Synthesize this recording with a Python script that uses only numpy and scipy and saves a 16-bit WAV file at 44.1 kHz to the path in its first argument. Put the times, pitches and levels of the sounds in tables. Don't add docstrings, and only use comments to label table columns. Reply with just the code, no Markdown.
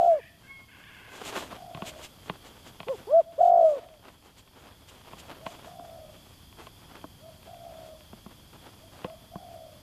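import sys
import numpy as np
from scipy import signal
from scipy.fft import rfft, irfft, next_fast_len
from scipy.io import wavfile
from scipy.ndimage import uniform_filter1d, minimum_filter1d

SR = 44100
rng = np.random.default_rng(int(sys.argv[2]) if len(sys.argv) > 2 else 0)


def pcm_store(signal):
    levels = np.round(np.clip(np.atleast_2d(signal), -1, 1) * 32767)
    wavfile.write(sys.argv[1], SR, levels.astype(np.int16).T)


N = 433062
TIME = np.arange(N) / SR

# time in seconds, relative activity in dB.
RESTLESSNESS = [(.5, -4), (1.0, 6.5), (2.8, 1), (5.4, 3), (6.2, -2.5), (8.5, -3.5), (9.8, -9)]


def near_dove():
    # start, crest and end in seconds, top pitch in Hz, exponent of the drop, drive in dB.
    notes = [(2.867, 2.909, 2.96, 547, 1.4, -9), (3.069, 3.175, 3.222, 671, 4.1, -10)]
    # start, onset of sag, end of rolls and end in seconds, top and low pitch in Hz,
    # initial rolls per second, drive in dB.
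    purrs = [(-.256, .06, .078, .207, 697, 505, 38.1, -12.3),
             (3.376, 3.5, 3.642, 3.797, 706, 510, 38.1, -8.5)]
    # delay in seconds, gain in dB.
    echoes = [(.12, -37), (.255, -40)]
    # time in seconds, gain in dB.
    reach = [(.2, -9.5), (2.9, 3.5)]
    out = np.zeros(N)
    for gesture in [note(row) for row in notes] + [purr(row, scoop_hz=215, sag_power=1.8) for row in purrs]:
        add(out, *coo(gesture))
    out *= 1 + from_db(-41) * band_noise(450, 500)
    sounding = uniform_filter1d(np.abs(out), size=200).clip(0) ** .25
    out += from_db(-44.5) * sounding * band_noise(680, 640)
    send = from_db(contour(TIME, reach))
    return out + grove(out * send, echoes, scatter_db=-34.5, t60=1.0)


def far_dove():
    # start, crest and end in seconds, top pitch in Hz, exponent of the drop, drive in dB.
    notes = [(1.272, 1.402, 1.455, 687.5, 3, -47), (5.35, 5.482, 5.535, 695, 2.6, -45.5),
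             (7.152, 7.282, 7.32, 668, 2.7, -47), (8.732, 8.864, 8.91, 656, 3, -53),
             (8.993, 9.123, 9.165, 670, 3, -44.5)]
    # start, onset of sag, end of rolls and end in seconds, top and low pitch in Hz,
    # initial rolls per second, drive in dB.
    purrs = [(1.556, 1.601, 2.5, 2.05, 732.4, 579.6, 46.25, -45),
             (5.664, 5.7, 6.46, 6.15, 723, 597, 43.5, -45),
             (7.463, 7.529, 7.9, 7.96, 698, 621.7, 47.8, -45),
             (9.313, 9.348, 11.3, 9.78, 725, 591, 47.65, -45.5)]
    # delay in seconds, gain in dB.
    echoes = [(0.017, -24), (0.049, -42), (.11, -20)]
    gestures = [note(row, flutter=.58) for row in notes]
    gestures += [purr(row, scoop_hz=78.7, sag_power=1.25) for row in purrs]
    out = np.zeros(N)
    for gesture in gestures:
        add(out, *coo(gesture, chirp=.15, jitter=.018, shimmer_db=2.1, uneven=.11, octave_db=-24))
    return out + grove(out, echoes, scatter_db=-7, t60=.6)


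def coo(gesture, chirp=.16, jitter=.004, shimmer_db=.25, uneven=0, octave_db=-41.5):
    # pitch in Hz, gain in dB.
    crop = [(370, -35.5), (520, -21.5), (595, -10.5), (645, -1.5), (680, 0), (740, -1)]
    at, fade, hz, drive_db, rolls_per_s, depth = gesture
    db = drive_db + contour(hz, crop)
    depth = np.clip(depth, 0, 1)
    turn = (np.cumsum(rolls_per_s) / SR + uneven * drift(36, len(at))) % 1
    swell = 1 - depth + depth * np.abs(np.sin(np.pi * turn)) ** 1.15
    arch = (turn - .5) - (turn - .5) ** 2
    hz = hz * (1 + chirp * depth * arch + jitter * drift(150.6, len(at)))
    phase = 2 * np.pi * np.cumsum(hz) / SR
    falter_db = shimmer_db + .06 * (db.max() - db)
    fundamental = from_db(db + falter_db * drift(160, len(at))) * swell
    octave = from_db(drive_db + octave_db + 2.5 * drift(160, len(at))) * swell
    octave *= (np.maximum(hz, 500) / 600) ** -2
    octave *= np.minimum(fundamental / from_db(drive_db - 30), 1)
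    return at, np.sqrt(2) * fade * (fundamental * np.sin(phase) + octave * np.sin(2 * phase))


def note(row, flutter=0, flutters_per_s=40, rest_hz=355.4, rise_power=1.9):
    start, crest, end, top_hz, drop_power, db = row
    at, t, fade = span(start, end)
    slack = (1 - ramp(t, start, crest - start)) ** rise_power + ramp(t, crest, end - crest) ** drop_power
    hz = top_hz - (top_hz - rest_hz) * slack
    return at, fade, hz, db, np.full(len(t), flutters_per_s), flutter


def purr(row, scoop_hz, sag_power, scoop_s=.035, collapse_s=.0247, collapse_hz=96, smoothing_s=.016):
    start, sag, smooth, end, top_hz, low_hz, first_per_s, db = row
    at, t, fade = span(start, end)
    hz = top_hz - scoop_hz * (1 - ramp(t, start, scoop_s))
    hz -= (top_hz - low_hz) * ramp(t, sag, end - sag) ** sag_power
    hz -= collapse_hz * ramp(t, end - collapse_s, collapse_s)
    rolls_per_s = np.minimum(first_per_s + 84 * (t - start), 66)
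    rolling = 1 - ramp(t, smooth - smoothing_s / 2, smoothing_s)
    flutter = .49 * ramp(t, smooth, end - smooth)
    return at, fade, hz, db, rolls_per_s, rolling + flutter


def knocks(grit_db=-21, grit_s=.006, lead_s=.0023, thump_lag_s=.0019, ticks_per_s=4):
    # time in seconds, strength in dB, relative thump in dB, thump pitch in Hz,
    # relative snap in dB.
    blows = [(1.526, -26, -9, 207, -15), (1.748, -27, -1, 151, -1), (1.773, -29.5, -3, 150, -8),
             (1.821, -19, -6, 201, -9), (2.2975, -15, -8.5, 181, -6), (2.803, -23, -10.5, 160, -3),
             (2.831, -33.5, -14, 180, 0), (2.884, -22.5, -14, 180, -4), (5.133, -29, -8.5, 197, -9),
             (5.465, -19, -14, 189, -4), (5.645, -33.5, -8, 178, -17), (5.796, -35, -4, 270, -21),
             (6.669, -29.5, -22, 200, -4), (7.041, -25.5, -6, 290, -19), (8.131, -34.5, 2, 213, -19),
             (8.262, -33, 1.5, 209, -28), (9.045, -22.5, -3.5, 185, -6.5), (9.046, -30, 6, 512, -9),
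             (9.356, -28, 2.5, 184, -26)]
    # frequency in Hz, gain in dB, 60 dB decay time in seconds.
    casing_modes = [(414, -19.5, 0.038), (646, -8.5, 0.03), (880, 0.5, 0.0058), (1073, -4.5, 0.022),
                    (1480, -12.5, 0.0073), (2010, -10.5, 0.015), (2540, -2, 0.0077), (3350, -2, 0.0037),
                    (4300, -14, 0.0059)]
    # multiple of the thump pitch, gain in dB,
    # 60 dB decay time in seconds.
    thump_modes = [(1, -2, 0.051), (1.7, -18, 0.1)]
    body, snap, thumps = np.zeros((3, N))
    steps = np.arange(-SR // 100, SR // 10)
    t = steps / SR
    grit = from_db(grit_db) * np.exp(-np.abs(t) / np.where(t < 0, lead_s, grit_s)) / 2
    push = 1. * (steps == int(thump_lag_s * SR))
    for s, db, thump_db, thump_hz, snap_db in blows:
        at = int(s * SR) + steps
        contact = (steps == 0) + grit * rng.standard_normal(len(t))
        add(body, at, from_db(db) * contact)
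        add(snap, at, from_db(db + snap_db) * contact)
        for multiple, mode_db, t60 in thump_modes:
            add(thumps, at, from_db(db + thump_db + mode_db) * ring(push, multiple * thump_hz, t60))
    ticks = from_db(-48) * grains(ticks_per_s * from_db(contour(TIME, RESTLESSNESS)), spread_db=3)
    rings = sum((-1) ** k * from_db(db) * ring(ticks + (snap if hz > 1800 else body), hz, t60)
                for k, (hz, db, t60) in enumerate(casing_modes))
    low_cut = signal.butter(2, 90, "high", fs=SR, output="sos")
    return signal.sosfilt(low_cut, from_db(-1) * rings + thumps)


def rooster(jitter=.065, shimmer=.57):
    # start, crest and end in seconds, first and last pitch in Hz, crest level in dB,
    # swell in dB, roughness from 0 to 1.
    syllables = [(0.101, 0.233, .3, 550, 650, -50, 4, 0.67), (0.431, 0.458, .5, 534, 529, -53.5, 4, 0.4),
                 (0.468, 0.51, .66, 546.5, 539, -39, 19, 0.06),
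                 (0.681, 0.878, 1.22, 547.4, 521, -49, 5, .75)]
    spectra = [(-23, 1, -2.5, -8.5, -19), (-24, -3, -10, -11, -15), (2, -19, 16.5, -13, -3),
               (-10.5, -2, -5.5, -5, -9)]
    out = np.zeros(N)
    for (start, crest, end, first_hz, last_hz, db, swell_db, rough), harmonics in zip(syllables, spectra):
        at, t, fade = span(start, end)
        hz = np.interp(t, [start, end], [first_hz, last_hz])
        phase = 2 * np.pi * np.cumsum(hz * (1 + jitter * rough * drift(220, len(at)))) / SR
        voice = sum(from_db(h) * np.sin(k * phase) for k, h in enumerate(harmonics, 2))
        voice *= 1 + shimmer * rough * drift(500, len(at))
        envelope = from_db(db - swell_db * np.interp(t, [start, crest, end], [1, 0, 1]))
        add(out, at, rms_one(voice) * fade * envelope)
    return out + grove(out, [], scatter_db=-5, t60=.4)


def rustle():
    # time in seconds, strength in dB, half length in seconds.
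    scuffs = [(1.19, -51.5, 0.11), (1.278, -46.5, .029), (1.38, -42.5, 0.053), (1.53, -51.5, 0.044),
              (1.86, -50.5, 0.033), (2.35, -54.5, 0.014), (3.01, -57, 0.049), (3.79, -53.5, 0.056),
              (4.07, -50, 0.021), (4.63, -57, 0.1), (5.13, -53.5, 0.045), (5.3, -49, 0.015),
              (5.37, -56, .046), (6.95, -55, 0.049), (8.32, -58.5, 0.016), (8.55, -51, .012),
              (8.68, -58.5, .035), (9.02, -56, .046)]
    brushes = [(.04, -53.5, 0.071), (1.17, -53.5, .04), (1.275, -40, 0.02), (1.38, -47, 0.054),
               (1.88, -45.5, 0.019), (2.045, -46.5, 0.015), (2.68, -57, 0.02), (2.94, -60.5, 0.048),
               (3.45, -52.5, 0.038), (3.68, -54.5, 0.071), (4.39, -52, 0.014), (4.892, -52.5, 0.0089),
               (5.197, -50.5, 0.012), (5.502, -56.5, 0.029)]
    # frequency in Hz, relative level in dB.
    plant_spectrum = [(60, -41.5), (130, -14.5), (250, 4), (450, 2.5), (900, 1.5), (1400, -2), (2000, -8),
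                      (3200, -8), (4500, -16.5), (7000, -24.5), (14000, -27.5)]
    cloth_spectrum = [(600, -3), (1500, -7), (3000, 2), (5500, -7.5), (7000, -3), (9000, -9.5),
                      (11000, -14), (14000, -14.5)]
    crunch = colour(grains(per_s=1800, spread_db=2.5), plant_spectrum) * from_db(5 + 2.8 * drift(60, N))
    swish = colour(grains(per_s=9000, spread_db=2.5), cloth_spectrum) * from_db(2.5 + 1.2 * drift(60, N))
    stir_db = contour(TIME, RESTLESSNESS) + 4 * np.minimum(drift(15, N), 2)
    plants = np.hypot(swells(scuffs), from_db(stir_db - 65)) * crunch
    cloth = np.hypot(swells(brushes), from_db(stir_db - 68.5)) * swish
    return plants + cloth


def insects(throb_db=1.0, waver_s=.003):
    # centre frequency in Hz, bandwidth in Hz, relative level in dB.
    bands = [(3216, 130, -3), (3417, 140, -4), (4740, 710, -4.5)]
    chorus = sum(from_db(db + throb_db * drift(55, N)) * band_noise(hz, width) for hz, width, db in bands)
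    wander = uniform_filter1d(drift(2, N), size=SR // 4)
    return from_db(-63.5) * np.interp(TIME + waver_s * wander, TIME, chorus)


def air():
    # frequency in Hz, relative spectral density in dB.
    spectrum = [(20, -7.5), (45, 0.5), (90, 4.5), (160, 0.5), (280, -6), (450, -15), (1000, -16),
                (1600, -22), (2700, -20.5), (4000, -22.5), (6500, -23.5), (8500, -25.5), (10500, -21.5),
                (14000, -23.5)]
    return from_db(-54) * colour(rng.standard_normal(N), spectrum)


def grove(x, echoes, scatter_db, t60):
    t = TIME[:SR]
    response = rng.standard_normal(SR) * from_db(-60 * t / t60) * (1 - np.exp(-t / .02))
    response *= from_db(scatter_db) / np.linalg.norm(response)
    for delay, db in echoes:
        response[int(delay * SR)] += from_db(db)
    return signal.fftconvolve(x, response)[:N]


def ring(x, hz, t60):
    r, w = from_db(-60 / (t60 * SR)), 2 * np.pi * hz / SR
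    return signal.lfilter([0, np.sin(w)], [1, -2 * r * np.cos(w), r * r], x + 1e-18)


def grains(per_s, spread_db):
    sizes = from_db(spread_db * np.minimum(rng.exponential(1, N), 4))
    return (rng.random(N) < per_s / SR) * sizes * rng.choice([-1, 1], N)


def swells(rows):
    t = TIME[::40]
    power = sum(from_db(db) ** 2 * np.exp(-((t - s) / half) ** 2) for s, db, half in rows)
    return np.interp(TIME, t, np.sqrt(power))


def band_noise(hz, width_hz):
    sos = signal.butter(2, [hz - width_hz / 2, hz + width_hz / 2], "band", fs=SR, output="sos")
    return rms_one(signal.sosfilt(sos, rng.standard_normal(N)))


def colour(x, points):
    hz, db = np.transpose(points)
    size = next_fast_len(N)
    bins = np.maximum(np.arange(size // 2 + 1) * SR / size, 1)
    gain = from_db(np.interp(np.log(bins), np.log(hz), db))
    return rms_one(irfft(rfft(x, size) * gain, size)[:N])


def drift(hz, size):
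    knots = rng.standard_normal(4000)
    return np.interp(np.arange(size) / SR * hz % 3999, np.arange(4000), knots) * np.sqrt(3 / 2)


def span(start, end):
    at = np.arange(int(start * SR), int(end * SR))
    return at, at / SR, np.clip(np.minimum(at - at[0], at[-1] - at) / (.003 * SR), 0, 1)


def ramp(t, start, length):
    return np.clip((t - start) / max(length, 1e-3), 0, 1)


def contour(x, points):
    return np.interp(x, *np.transpose(points))


def add(out, at, sound):
    inside = (at >= 0) & (at < N)
    out[at[inside]] += sound[inside]


def from_db(db):
    return 10 ** (np.asarray(db) / 20)


def rms_one(x):
    return x / np.sqrt(np.mean(x ** 2) + 1e-20)


def scene():
    return (near_dove() + far_dove() + rooster() + knocks() + rustle() + insects() + air())[None]


def record(dry, threshold_db=-26, squeeze=.3, hold_s=.75, release_db_per_s=6, cutoff_hz=14300):
    level_db = 10 * np.log10(np.maximum(uniform_filter1d(dry[0] ** 2, size=400), 1e-12))
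    duck_db = squeeze * np.maximum(level_db - threshold_db, 0)
    half = int(hold_s * SR / 2)
    held_db = -minimum_filter1d(-duck_db, 2 * half + 1, origin=half, mode="nearest")
    released_db = np.maximum.accumulate(held_db + release_db_per_s * TIME) - release_db_per_s * TIME
    gain = from_db(-uniform_filter1d(released_db, size=1500))
    top_cut = signal.ellip(12, .1, 70, cutoff_hz, fs=SR, output="sos")
    return signal.sosfilt(top_cut, dry * gain)


dry = scene()
out = record(dry)
pcm_store(out)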